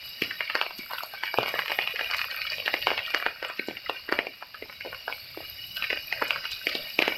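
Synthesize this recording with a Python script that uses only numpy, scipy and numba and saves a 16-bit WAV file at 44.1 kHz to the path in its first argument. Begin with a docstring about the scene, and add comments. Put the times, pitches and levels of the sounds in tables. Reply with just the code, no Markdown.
"""A garden path in the rain, walked beneath a taut canopy close overhead, probably an umbrella.
Heavy drips from the trees each give a dull thud, a bright tick and a sharper crack, built from short
struck modes; their blows leave the canopy ringing as grainy noise through wandering resonances.
Fine drops patter between them as small random ticks. Rain hisses on the leaves all around as coloured
noise and tiny impacts, while the nearest leaves tap, snap and rustle."""
import sys
import numpy as np
from scipy import signal
from scipy.fft import rfft, irfft
from scipy.io import wavfile
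from scipy.ndimage import uniform_filter1d, map_coordinates
from numba import njit

SR = 44100
rng = np.random.default_rng(int(sys.argv[2]) if len(sys.argv) > 2 else 0)


def materialize(psi):
    """Save the field psi as 16-bit PCM at rate SR to the path in sys.argv[1].

    A 1-D psi becomes a single channel; in a 2-D psi each row is a channel.
    """
    bounded = np.clip(np.atleast_2d(psi).T, -1, 1)
    quanta = np.round(bounded * 32767).astype(np.int16)
    wavfile.write(sys.argv[1], SR, quanta)


N = 316197

# heavy drips on the canopy: start_s, thud_hz, thud_db, tick_hz, tick_db, tick_ring_cycles, crack_db
HEAVY_DRIPS = [(0.2213, 225, -11, 2040, 4, 0.55, -6.5), (0.2373, 370, -66, 2950, -9, 0.84, -46),
               (0.311, 653, -31, 1800, -8, 1.13, -19), (0.4074, 553, -17.5, 1700, -0.5, 0.62, -29),
               (0.477, 900, -32, 2200, -12.5, 1.2, -24), (0.4996, 624, -21, 1820, 0.5, 0.57, -24),
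               (0.5532, 565, -8.5, 1430, 3.5, 0.56, -3), (0.5731, 900, -18, 2100, -18, 0.79, -26),
               (0.614, 1030, -2, 2430, -5.5, 1.54, -23), (0.6644, 527, -18, 2190, -17, 3.9, -44),
               (0.7083, 760, -15, 2350, -13, 0.58, -34), (0.7913, 205, -23, 2840, -8, 0.43, -26),
               (0.9095, 950, -15, 1470, -25, 0.69, -26), (0.9145, 840, -10.5, 2850, -10.5, 0.6, -54),
               (0.9345, 784, -12, 1460, -10, 0.6, -9), (0.9844, 1320, -14, 2090, -9, 0.68, -43),
               (1.0347, 630, -13, 1750, -19, 0.85, -10.5), (1.138, 710, -14, 1790, -21, 1.5, -12),
               (1.2356, 900, -7.5, 1720, -4.5, 0.93, -17), (1.2567, 1030, -28, 2680, -10, 0.95, -12),
               (1.3418, 690, -7, 1250, -7.5, 0.6, -7.5), (1.376, 1180, -17, 2520, -10, 1.8, -26),
               (1.3863, 520, 1.5, 2400, -5, 0.56, -16), (1.4309, 640, -9.5, 2080, -6, 0.7, -10),
               (1.4604, 905, -11.5, 2170, -15, 3.1, -13), (1.4818, 770, -14, 1860, -4, 0.46, -18),
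               (1.5078, 800, -29, 1980, -14, 1, -29), (1.5406, 493, -11.5, 1740, -18.5, 5.8, -38),
               (1.5914, 810, -11, 1640, 2.5, 0.53, -30), (1.6199, 1100, -47, 1800, -8, 1, -26.5),
               (1.6597, 1350, -8, 2410, -11, 0.89, -21.5), (1.6808, 1340, -30, 2220, -4, 0.81, -11),
               (1.6983, 800, -12, 1890, -18, 0.73, -14), (1.705, 596, -14.5, 2700, -12, 2, -20),
               (1.7187, 696, -10, 1780, -8.5, 1.6, -9), (1.7888, 635, -7, 1920, -1.5, 1.4, -35),
               (1.7961, 610, -22, 2480, -23, 1.5, -34), (1.8212, 620, -23, 2290, -20, 3.1, -12),
               (1.8746, 1310, -6.5, 2420, -8.5, 2.1, -36), (1.9197, 1340, -26, 2250, -17, 1.3, -30),
               (1.9598, 810, -21, 1930, -5.5, 1.1, -10), (1.9935, 695, -14.5, 1660, -5, 1.04, -14),
               (2.0112, 580, -12.5, 1700, -5, 0.77, -13), (2.0323, 805, -38, 2200, -34, 1, -19),
               (2.0447, 540, -26.5, 2530, -12.5, 1.8, -17), (2.1008, 670, -17.5, 1950, -11, 1.5, -32),
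               (2.1124, 1270, -10, 2600, -10.5, 1.1, -6), (2.1365, 1100, -31, 1990, -10.5, 1.9, -18),
               (2.1463, 1360, -6, 1940, -15.5, 2.4, -16), (2.1835, 900, -38, 2110, -8, 0.8, -7),
               (2.1926, 600, -40, 1770, -5.5, 0.79, -14), (2.2156, 1340, -12, 1960, -4.5, 0.67, -11),
               (2.2434, 1120, -12, 1660, -9.5, 0.46, -30), (2.3126, 1350, -43, 2540, -3, 0.56, -36),
               (2.3649, 736, -35, 2320, -14.5, 2.6, -29), (2.4174, 900, -22, 2150, -7, 1.4, -9),
               (2.5203, 670, -17.5, 1780, -4.5, 0.58, -11), (2.5326, 630, -36, 2300, -11.5, 1.4, -14),
               (2.583, 900, -16, 2300, -9.5, 0.94, -24), (2.6015, 566, -20.5, 2400, -10, 1.3, -37),
               (2.6605, 497, -16.5, 2500, 0, 0.63, -34), (2.679, 720, -8.5, 1600, -0.5, 0.85, -36),
               (2.7407, 590, -6, 1890, -0.5, 1.03, -40), (2.8257, 820, -39, 2520, -5, 0.71, -40),
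               (2.8705, 840, 1.5, 2170, -7, 2, -19), (2.8795, 393, -16, 1660, -7, 0.37, -28),
               (2.9043, 735, -9, 2100, -10.5, 2.5, -16), (2.916, 537, -7.5, 1210, -9, 0.68, -34),
               (2.9331, 800, -15, 1900, -19, 1, -42), (2.978, 1030, -10.5, 2350, -3.5, 0.7, -37),
               (2.9915, 980, -22, 2070, -5, 0.87, -32), (3.0635, 980, -22, 3180, -9.5, 1.5, -14),
               (3.1046, 1000, -13, 2500, -10, 1.1, -9), (3.1407, 910, -12.5, 2130, -11, 0.99, -25),
               (3.1465, 510, -10.5, 1670, 3, 0.92, -3), (3.1744, 890, -27, 2300, -24, 0.9, -32),
               (3.2007, 443, -29, 1680, -18, 2.2, -14), (3.2256, 716, -15.5, 1380, -8, 0.85, -30),
               (3.2638, 630, -4.5, 1480, 1, 0.78, -32), (3.4272, 554, -11.5, 1850, -4, 0.82, -10),
               (3.4484, 854, -14, 1970, -4.5, 0.62, -19), (3.5, 546, -17.5, 1900, -18, 2, -18),
               (3.5954, 283, -15.5, 2210, -9.5, 3.3, -55), (3.6853, 335, -10.5, 1890, -9.5, 1.3, -11.5),
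               (3.71, 543, -19, 2260, -14.5, 1.7, -37), (3.77, 816, -22, 2290, -9.5, 1.65, -39),
               (3.8618, 650, -53, 1940, -11, 1.8, -26), (3.8965, 616, -5.0, 2310, -0.5, 0.5, -50),
               (4.0906, 474, -13, 1540, -5, 0.8, -41.5), (4.1244, 430, -5.5, 1350, 3, 0.57, -5),
               (4.1413, 590, -38, 1190, -17, 0.83, -39), (4.1534, 1340, -16, 2140, -23, 1.9, -33),
               (4.1895, 465, -6.5, 1850, 0.5, 1.1, -49), (4.269, 444, -14.5, 2350, -11, 1.66, -13),
               (4.4254, 710, -13, 1410, -12, 0.69, -30), (4.5439, 710, -18, 1640, -19, 2.5, -15),
               (4.6242, 434, -15, 2100, -11, 1.9, -37), (4.6977, 620, -21, 1630, -12, 1.07, -21),
               (4.7268, 1270, -18, 2000, -18, 1.2, -18), (4.8093, 630, -29, 1830, -8, 0.92, -15),
               (4.85, 623, -14, 1760, -32, 1.4, -17.5), (4.8608, 530, -15.5, 1450, -18, 0.77, -18),
               (4.8724, 402, -22.5, 1950, -28, 0.7, -25), (4.9289, 670, -17.5, 1510, -11, 1.37, -37),
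               (4.9467, 1400, -12, 2300, -21.5, 5.6, -18), (5.0802, 760, -8.5, 1460, -14, 1.5, -25),
               (5.0988, 620, -18, 1290, -10, 0.43, -21), (5.1258, 950, -16, 2230, -9, 1.5, -29),
               (5.374, 407, -15.5, 1840, -69, 0.6, -26), (5.405, 650, -17.5, 2280, -50, 1.2, -39),
               (5.769, 1340, -48, 2730, 0, 0.46, -43), (5.824, 610, -16.5, 2460, -7.5, 1.3, -40),
               (5.8415, 690, -24, 2000, -4, 0.6, -40), (5.9023, 587, -18.5, 1900, -4.5, 1.1, -22),
               (5.9068, 470, -17.5, 1940, -6.5, 1.46, -11), (5.9295, 445, -13, 2000, -7, 0.99, -17),
               (5.9731, 610, -21, 2300, -12, 2.1, -14), (6.126, 780, -11.5, 1970, -5, 1.74, -7),
               (6.2201, 645, -8.5, 1390, -11, 0.84, -25), (6.2236, 504, -9.5, 1220, 1.5, 0.53, -12),
               (6.3071, 1350, -2.5, 2300, -10, 4, -24), (6.3601, 716, -20, 1440, -8, 1.1, -13),
               (6.443, 730, -21, 1860, -11, 1.3, -32), (6.4541, 1320, -10, 2770, -22, 7.4, -12.5),
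               (6.6697, 330, -14, 2060, 2, 0.91, -5.5), (6.7285, 700, -40, 2290, -10, 1, -20),
               (6.7523, 313, -14, 3050, 2, 0.56, -45), (6.9901, 359, -6, 2370, -1, 2.2, -17),
               (7.0032, 560, -12.5, 2350, -13, 0.98, -33), (7.0204, 600, -16, 2100, -9, 0.8, -24),
               (7.0233, 398, -8.5, 2120, 4, 0.81, -19), (7.0532, 800, -22, 2190, -8, 0.58, -21),
               (7.0793, 430, -4, 1840, -1.5, 0.95, -25), (7.122, 602, -17.5, 1850, -20.5, 2.4, -29)]
# fine patter, thick under the tree crowns and thin in the gap between them: time_s, relative_level_db
PATTER_COVER = [(0.0, -37), (0.46, -34.5), (1.2, -36), (1.45, -31.5), (2.2, -35), (2.45, -34.5),
                (2.85, -34.5), (3.5, -38), (4.6, -41), (5.9, -38.5), (6.2, -32.5), (6.6, -34),
                (7.17, -37.5)]
# rain on the leaves; the bushes stand back in the middle of the path: time_s, relative_level_db
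BUSH_COVER = [(0, -39), (1.1, -41.5), (1.5, -40), (2.1, -40), (2.8, -38), (3.3, -42), (3.9, -41),
              (4.5, -43.5), (5, -40.5), (5.8, -39.5), (6.3, -39), (7.17, -38.5)]
# each leaf and panel has its own tuning: typical drift as a share of the pitch
WANDER = 0.011


def undb(db):
    """Decibels to gain."""
    return 10 ** (np.asarray(db) / 20)


def unit(x):
    """Scale to rms 1."""
    return x / np.sqrt(np.mean(x ** 2))


def add(out, s, sound):
    """Mix a sound in at time s."""
    i = int(np.clip(s * SR, 0, N - 1))
    out[i:i + len(sound)] += sound[:len(out) - i]


def along(curve):
    """A (time_s, level_db) curve, sample by sample."""
    return np.interp(np.arange(N) / SR, *np.transpose(curve))


def colour(x, points):
    """Causal minimum-phase filter through (hz, db) points, built from the cepstrum."""
    size = 2048
    hz, db = np.transpose(points)
    bins_hz = np.arange(size // 2 + 1) * SR / size
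    gain = undb(np.interp(np.log(bins_hz + 1), np.log(hz), db))
    cepstrum = irfft(np.log(gain))
    # fold the cepstrum forward in time
    cepstrum[1:size // 2] *= 2
    cepstrum[size // 2 + 1:] = 0
    return signal.fftconvolve(x, irfft(np.exp(rfft(cepstrum))))[:N]


def soften(x, hz):
    """Take the top off a sound with a low-pass."""
    return signal.sosfilt(signal.butter(4, min(hz, SR / 3), fs=SR, output="sos"), x)


def walk(rate):
    """Slow smooth chance of rms 1, with a new target about rate times a second."""
    k = int(SR / rate)
    steps = np.repeat(rng.standard_normal(N // k + 1), k)
    return unit(uniform_filter1d(steps, k)[:N])


def wander(x, rate):
    """Let all the resonances of a steady sound drift together by bending its playing speed."""
    place = np.cumsum(1 + WANDER * walk(rate))
    return map_coordinates(x, [place], order=3, mode="mirror")


def ping(hz, cycles, rise=0.11, size=500):
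    """A struck mode: the push builds over part of a cycle, and the air follows the surface's speed."""
    turns = hz * np.arange(size) / SR
    swing = np.sin(2 * np.pi * turns) * np.exp(-turns / cycles) * (1 - np.exp(-turns / rise))
    return -np.diff(swing, prepend=0) / (2 * np.pi * hz / SR)


def impacts(rate, spread_db):
    """Random tiny impacts per second: many faint, a few strong, of either sign."""
    hit = rng.random(N) < rate / SR
    size = undb(spread_db * np.minimum(rng.exponential(size=N), 5))
    return unit(hit * size * rng.choice([-1, 1], N))


def bunch(hz, spread_s, count):
    """Dry little ticks of mixed pitch, starting most thickly at spread_s and none after twice that."""
    early, late, size, pitch = rng.random((count, 4)).T[:, :, None]
    steps = np.arange(260)
    tick_hz = np.minimum(hz * 2 ** (1.4 * pitch - .7), SR / 3)
    turns = tick_hz * steps / SR
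    swing = np.sin(2 * np.pi * turns) * np.exp(-turns) * (1 - np.exp(-turns / 0.21))
    ticks = size * np.diff(swing, prepend=0) / (np.pi * turns[:, 1:2])
    start = (spread_s * SR * (early + late)).astype(int)
    return np.bincount((start + steps).ravel(), ticks.ravel())


def small_drops(rate, low_hz, high_hz, spread_db, cycles=1.07):
    """Random small drops, each a dry damped tick of its own pitch; also their (time_s, level_db)."""
    when, pitch, size, damping = rng.random((int(rate * N / SR), 4)).T[:, :, None]
    db = -spread_db * np.log(size + .03)  # many faint, a few strong
    steps = np.arange(400)
    turns = low_hz * (high_hz / low_hz) ** pitch * steps / SR
    decay = np.exp(-turns / (cycles * (.5 + .5 * damping)))
    swing = np.sin(2 * np.pi * turns) * turns * decay
    ticks = undb(db) * np.diff(swing, prepend=0) / turns[:, 1:2]
    start = (when * N).astype(int)
    out = np.bincount((start + steps).ravel(), ticks.ravel(), N)[:N]
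    return unit(out), np.hstack([when * N / SR, db])


def rainfall(spectrum, rate, spread_db, wash_db, flicker_db):
    """Countless drops on foliage: near ones crackle, far ones merge into a wash."""
    drops = impacts(rate, spread_db) + undb(wash_db) * rng.standard_normal(N)
    return unit(colour(drops, spectrum)) * undb(flicker_db * walk(25))


def leaf_hiss(db=4):
    """Rain on the leaves all around: a mostly merged wash whose leafy resonances drift."""
    # colour of rain on the leaves: pitch_hz, relative_density_db (per Hz)
    leaf_spectrum = [(150, 0), (400, -12.5), (600, -5.5), (950, -9.5), (1900, -7.5), (2400, 6), (2620, -2),
                     (2860, 4.5), (3150, -11), (3500, -3), (3850, 2), (4080, -5), (4600, 5), (5200, 2.5),
                     (6500, -10.5), (12000, -16.5)]
    rain = rainfall(leaf_spectrum, rate=1200, spread_db=4.0, wash_db=8.5, flicker_db=0.01)
    return undb(db + along(BUSH_COVER)) * wander(rain, rate=5)


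def spray_hiss():
    """The finest spray: dense treble impacts and noise with a fast flicker in level."""
    # colour of the spray: pitch_hz, relative_density_db (per Hz)
    spray_spectrum = [(3000, -63), (6000, -14), (8500, 2.5), (10200, -19), (11600, 4), (13000, -10),
                      (15800, -7)]
    # it carries least far, so it fades most where the bushes stand back: time_s, level_db
    spray_cover = [(0, -46.5), (0.7, -48), (0.9, -45.5), (1.25, -47.5), (1.5, -44.5), (2.0, -46),
                   (2.9, -47), (3.3, -48), (3.9, -49.5), (4.4, -50), (5.0, -48), (5.35, -47.5),
                   (5.55, -44.5), (6.3, -48.5), (7.17, -44.5)]
    spray = rainfall(spray_spectrum, rate=3200, spread_db=7.0, wash_db=0.0, flicker_db=1.4)
    return undb(along(spray_cover)) * spray


def air(corner_hz=135, db=-55.0, swell_db=3.6):
    """Faint low rumble of air moving past the microphone: slowly swelling band-limited noise."""
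    band = signal.butter(2, [45, corner_hz], "band", fs=SR, output="sos")
    low = signal.sosfilt(band, rng.standard_normal(N))
    return unit(low) * undb(db + swell_db * walk(1.3))


@njit
def resonate(x, hz, width):
    """A band-pass resonance (state-variable filter) whose centre moves from sample to sample."""
    y, band, low = np.empty(len(x)), 0., 0.
    for i in range(len(x)):
        g, k = np.tan(np.pi * hz[i] / SR), width / hz[i]
        v = (band + g * (x[i] - low)) / (1 + g * (g + k))
        band, low, y[i] = 2 * v - band, low + 2 * g * v, k * v
    return y


def canopy(kicks, t60, scatter_db, low_hz=380, high_hz=4600):
    """The canopy rings after (time_s, level_db) kicks, each shared differently among its resonances."""
    # canopy resonances: pitch_hz, width_hz, relative_level_db
    resonances = [(600, 153, -1), (1275, 310, 0), (1535, 77, 2.5), (1866, 45, 3.5), (2271, 85, 9.5),
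                  (2460, 41, 4.5), (2848, 42, -4), (3326, 27, -8), (3500, 190, -11.5)]
    patchy_db = 1.9  # typical swell and fade of each resonance
    crunch_db, crunch_width = -5.5, 0.23  # level against the ring; width as a share of the pitch
    s, db = np.transpose(kicks)
    where = np.clip(s * SR, 0, N - 1).astype(int)
    # each kick lands elsewhere
    chance = 2 * rng.random((len(s), len(resonances))) - 1
    shares = undb(np.transpose(resonances)[2] + scatter_db * chance)
    shares = shares / np.linalg.norm(shares, axis=1, keepdims=True)
    # scattered water keeps the ring grainy; the larger droplets also crunch dryly on the fabric
    grain = impacts(rate=1100, spread_db=2.5)
    droplets = impacts(rate=170, spread_db=0.5)
    fade = np.exp(-2 * np.log(1000) / (t60 * SR))
    out = 0
    for (hz, width, _), share in zip(resonances, shares.T):
        power = np.bincount(where, (undb(db) * share) ** 2, N)
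        energy = signal.lfilter([1], [1, -fade], power + 1e-18)
        centre = hz * (1 + WANDER * walk(3.6))
        ring = unit(resonate(grain, centre, float(width)) * undb(patchy_db * walk(3)))
        crunch = unit(resonate(droplets * rng.standard_normal(N), centre, float(crunch_width * hz)))
        # neighbouring modes swing against each other
        out = np.sqrt(energy) * (ring + undb(crunch_db) * crunch) - out
    return signal.sosfilt(signal.butter(3, [low_hz, high_hz], "band", fs=SR, output="sos"), out)


def patter(tick_db=-4.0, ring_db=-2.0):
    """Fine drops on the canopy, and the ring they keep alive."""
    ticks, kicks = small_drops(rate=240, low_hz=1247, high_hz=3400, spread_db=5.0)
    return undb(tick_db) * ticks + undb(ring_db) * unit(canopy(kicks, t60=0.18, scatter_db=5.5))


def leaf_crackle(db=-8):
    """Many fine, separate ticks from the bushes along the path."""
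    ticks, _ = small_drops(rate=440, low_hz=1900, high_hz=5050, spread_db=4.5, cycles=2.5)
    return undb(db + along(BUSH_COVER)) * soften(ticks, hz=5900)


def leaf_taps(rate=24, low_hz=3000, high_hz=5200, cycles=5.6, db=-31, spread_db=5):
    """Single drops on stiff wet leaves close by, each a dry tick of its own pitch."""
    out = np.zeros(N)
    for when, pitch, size in rng.random((int(rate * N / SR), 3)):
        tap_db = db + spread_db * (2 * size - 2.5)  # half to two and a half spreads below db
        add(out, when * N / SR, undb(tap_db) * ping(low_hz * (high_hz / low_hz) ** pitch, cycles))
    return out


def litter_drops(db=-58):
    """Sparse low ticks of drops on the litter below."""
    ticks, _ = small_drops(rate=34, low_hz=464, high_hz=1700, spread_db=7.0)
    return undb(db) * ticks


def light_drips(rate=15, thud_hz=900, tick_hz=2150, thud_db=5, tick_db=18, crack_db=8,
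                thud_octaves=0.65, tick_octaves=0.22, tick_cycles=0.74, scatter_db=4):
    """Lighter drips at random moments, as rows like HEAVY_DRIPS; levels follow the patter's cover."""
    when, *chance = rng.random((int(rate * N / SR), 6)).T
    thud_pitch, thud_size, tick_pitch, tick_size, crack_size = 2 * np.array(chance) - 1
    s = when * N / SR
    cover_db = np.interp(s, *np.transpose(PATTER_COVER))
    return np.column_stack([
        s,
        thud_hz * 2 ** (thud_octaves * thud_pitch), cover_db + thud_db + scatter_db * thud_size,
        tick_hz * 2 ** (tick_octaves * tick_pitch), cover_db + tick_db + scatter_db * tick_size,
        np.full(len(s), tick_cycles), cover_db + crack_db + scatter_db * crack_size])


def spatters(db=-4):
    """Drops that shatter on nearby leaves, each a short rustle of droplets."""
    # bright spatters and crunches: start_s, relative_level_db, pitch_hz, time_to_thickest_s
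    leaf_bursts = [(0.2, -29, 4600, .008), (0.62, -30, 3900, 0.0053), (0.7783, -19.5, 5060, 0.0066),
                   (0.894, -25, 1490, .016), (0.93, -26, 1680, 0.018), (0.977, -23.5, 1990, .01),
                   (1.225, -29, 1800, 0.0069), (1.481, -20, 5500, 0.0082), (2.104, -28, 4660, 0.0059),
                   (2.131, -22.5, 1880, .008), (2.161, -19.5, 6200, 0.0094), (2.304, -22, 3750, .008),
                   (2.517, -27, 4440, .007), (2.55, -26, 4900, 0.0053), (2.662, -27, 4000, 0.0072),
                   (3.167, -26, 3600, 0.0089), (3.419, -53, 1680, .016), (3.569, -25, 3870, 0.0075),
                   (4.537, -25, 2110, .008), (4.843, -41, 1300, 0.0093), (5.759, -25, 3520, 0.0092),
                   (5.893, -36, 2050, .008), (6.212, -24.5, 1410, 0.0068), (6.276, -28, 6400, 0.0068),
                   (6.507, -17.5, 4400, 0.011), (6.527, -30, 3850, .007), (6.6846, -19, 4340, 0.0097),
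                   (6.721, -24.5, 3580, 0.0087)]
    out = np.zeros(N)
    for s, level_db, hz, spread_s in leaf_bursts:
        add(out, s, undb(db + level_db) * bunch(hz, spread_s, count=40))
    return out


def satellites(rows, lead_s=.011, spread_s=.012, db=-25.0, follow=0.72):
    """A drip leaves its leaf with a train of droplets that land just before and after it."""
    out = np.zeros(N)
    for s, _, _, tick_hz, tick_db, *_ in rows:
        add(out, s - lead_s, undb(db + follow * tick_db) * bunch(tick_hz, spread_s, count=20))
    return out


def snaps(cycles=4.5, rise=0.39, splash_db=-17, splash_s=0.0046):
    """Single drops snap on stiff leaves close by: a few cycles of ring, then a little splash."""
    # snapping drops: start_s, level_db, pitch_hz
    leaf_snaps = [(0.218, -23, 11900), (0.9079, -52, 12900), (0.9427, -26, 3830), (1.0337, -17.5, 6700),
                  (1.0356, -29, 12600), (1.2361, -18.5, 4580), (1.478, -26, 4860), (1.6617, -31, 12600),
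                  (2.363, -21, 11900), (2.5015, -14.5, 4690), (3.1484, -15, 6100), (3.263, -19.5, 4740),
                  (3.4854, -18.5, 7700), (3.593, -20.5, 4020), (3.6746, -18.5, 7280), (3.8953, -26, 4560),
                  (5.4985, -23, 12880), (5.7694, -26, 12830), (6.0723, -20, 11900), (6.2418, -22, 11890),
                  (6.2817, -15, 7700), (6.5157, -20, 7500), (6.532, -18.5, 3700), (6.9906, -14, 6115),
                  (7.0795, -14, 6300)]
    out = np.zeros(N)
    for s, db, hz in leaf_snaps:
        add(out, s, undb(db) * ping(hz, cycles, rise))
        add(out, s, undb(db + splash_db) * bunch(hz, splash_s, count=10))
    return out


def blow_db(thud_db, tick_db):
    """Strength of a drip: thud and tick together."""
    return 20 * np.log10(np.hypot(undb(thud_db), undb(tick_db)))


def drips(rows, thud_cycles=0.38, tick_rise=0.4, crack_hz=4400, crack_cycles=1.6, crack_rise=0.94,
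          ring_t60=0.36, splash_s=0.0016, splash_db=-11.0, body_ratio=0.75, body_s=0.031, body_db=-15.0):
    """Each drip: thud, tick and crack in one blow, a brief splash, then the ring of the canopy."""
    ring_db, ring_follow = -35, 0.43  # kick after a 0 dB blow; dB of kick per dB of blow
    blows = np.zeros(N)
    t = np.arange(SR // 8) / SR
    kicks = []
    for s, thud_hz, thud_db, tick_hz, tick_db, tick_cycles, crack_db in rows:
        grit, sway = rng.standard_normal((2, len(t)))
        thud = undb(thud_db) * ping(thud_hz, thud_cycles)
        tick = undb(tick_db) * ping(tick_hz, tick_cycles, tick_rise)
        crack = undb(crack_db) * ping(crack_hz, crack_cycles, crack_rise)
        blow = thud + tick + crack
        add(blows, s, blow)
        # the drop bursts and repeats the blow in miniature
        splash = grit * np.abs(grit) * t * np.exp(-t / splash_s)
        splash /= np.linalg.norm(splash)
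        add(blows, s, undb(splash_db) * signal.fftconvolve(blow, splash))
        # the fabric goes on swinging below the pitch of the thud
        body = sway * np.exp(-t / body_s)
        body /= np.linalg.norm(body)
        swing = signal.fftconvolve(ping(body_ratio * thud_hz, 0.49), body)
        add(blows, s, undb(thud_db + body_db) * swing)
        # a harder drip leaves more ring
        kicks.append((s, ring_db + ring_follow * blow_db(thud_db, tick_db)))
    return blows + canopy(kicks, t60=ring_t60, scatter_db=10.5)


def showers(db=-37.5, decay_s=0.0063, follow=0.2):
    """Gain of the short shower of fine drops that each heavy drip shakes loose and that dies away."""
    s, _, thud_db, _, tick_db, *_ = np.transpose(HEAVY_DRIPS)
    shower_db = db + follow * blow_db(thud_db, tick_db)
    power = np.bincount((s * SR).astype(int), undb(shower_db) ** 2, N)
    return np.sqrt(signal.lfilter([1], [1, -np.exp(-2 / (decay_s * SR))], power + 1e-18))


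def frame(hz=125, cycles=2.1, db=-25):
    """One very heavy drip also shakes the canopy's frame, a single low ping."""
    out = np.zeros(N)
    add(out, 1.386, undb(db) * ping(hz, cycles, size=6000))
    return out


def scene(patter_db=-3.5):
    """Drips and patter overhead, rain all around, drops on the nearest leaves and the litter below."""
    hiss = leaf_hiss() + spray_hiss()
    fine_drops = np.hypot(undb(patter_db + along(PATTER_COVER)), showers()) * patter()
    rows = np.vstack([HEAVY_DRIPS, light_drips()])
    overhead = drips(rows) + frame() + soften(satellites(rows) + fine_drops, hz=6100)
    foliage = leaf_crackle() + leaf_taps() + snaps() + spatters()
    return (overhead + hiss + litter_drops() + foliage + air())[None]


def suppress(x, depth_db, threshold_db, knee_db, hold_s):
    """Noise suppressor: each narrow band is turned down while it stays near its own usual level."""
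    size, hop = 1024, 256
    _, _, spectrum = signal.stft(x, nperseg=size, noverlap=size - hop)
    keep = np.exp(-hop / (hold_s * SR))
    power = signal.lfilter([1 - keep], [1, -keep], np.abs(spectrum) ** 2)
    db = 10 * np.log10(power + 1e-18)
    usual = uniform_filter1d(np.median(db, axis=1), size=9)[:, None]
    shut = (1 - np.tanh((db - usual - threshold_db) / (2 * knee_db))) / 2
    return signal.istft(spectrum * undb(-depth_db * shut), nperseg=size, noverlap=size - hop)[1][:N]


def record(dry, ceiling=0.98, top_hz=15900):
    """Colour the sound, suppress steady noise, round the hardest taps and cut the top."""
    # microphone colour, with a deep hollow between two port resonances: pitch_hz, gain_db
    mic_colour = [(40, -5), (150, -5), (300, 1), (2300, -0.5), (2930, 6), (3120, -0.5), (3320, -1),
                  (3650, -2.5), (3900, 1.5), (4200, 2.5), (4800, 0.5), (5250, -1.5), (5500, -7.5),
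                  (5850, -8), (6300, -14.5), (10700, -11.5), (11700, -0.5), (12750, 7.5), (12950, 12),
                  (13200, 5), (14200, 1), (15800, -9.5)]
    x = colour(dry[0], mic_colour)
    x = suppress(x, depth_db=12.5, threshold_db=2.0, knee_db=1.5, hold_s=0.03) / ceiling
    x = ceiling * x / (1 + x ** 4) ** (1 / 4)
    return signal.sosfilt(signal.ellip(8, .2, 70, top_hz, fs=SR, output="sos"), x)[None]


dry = scene()
out = record(dry)
materialize(out)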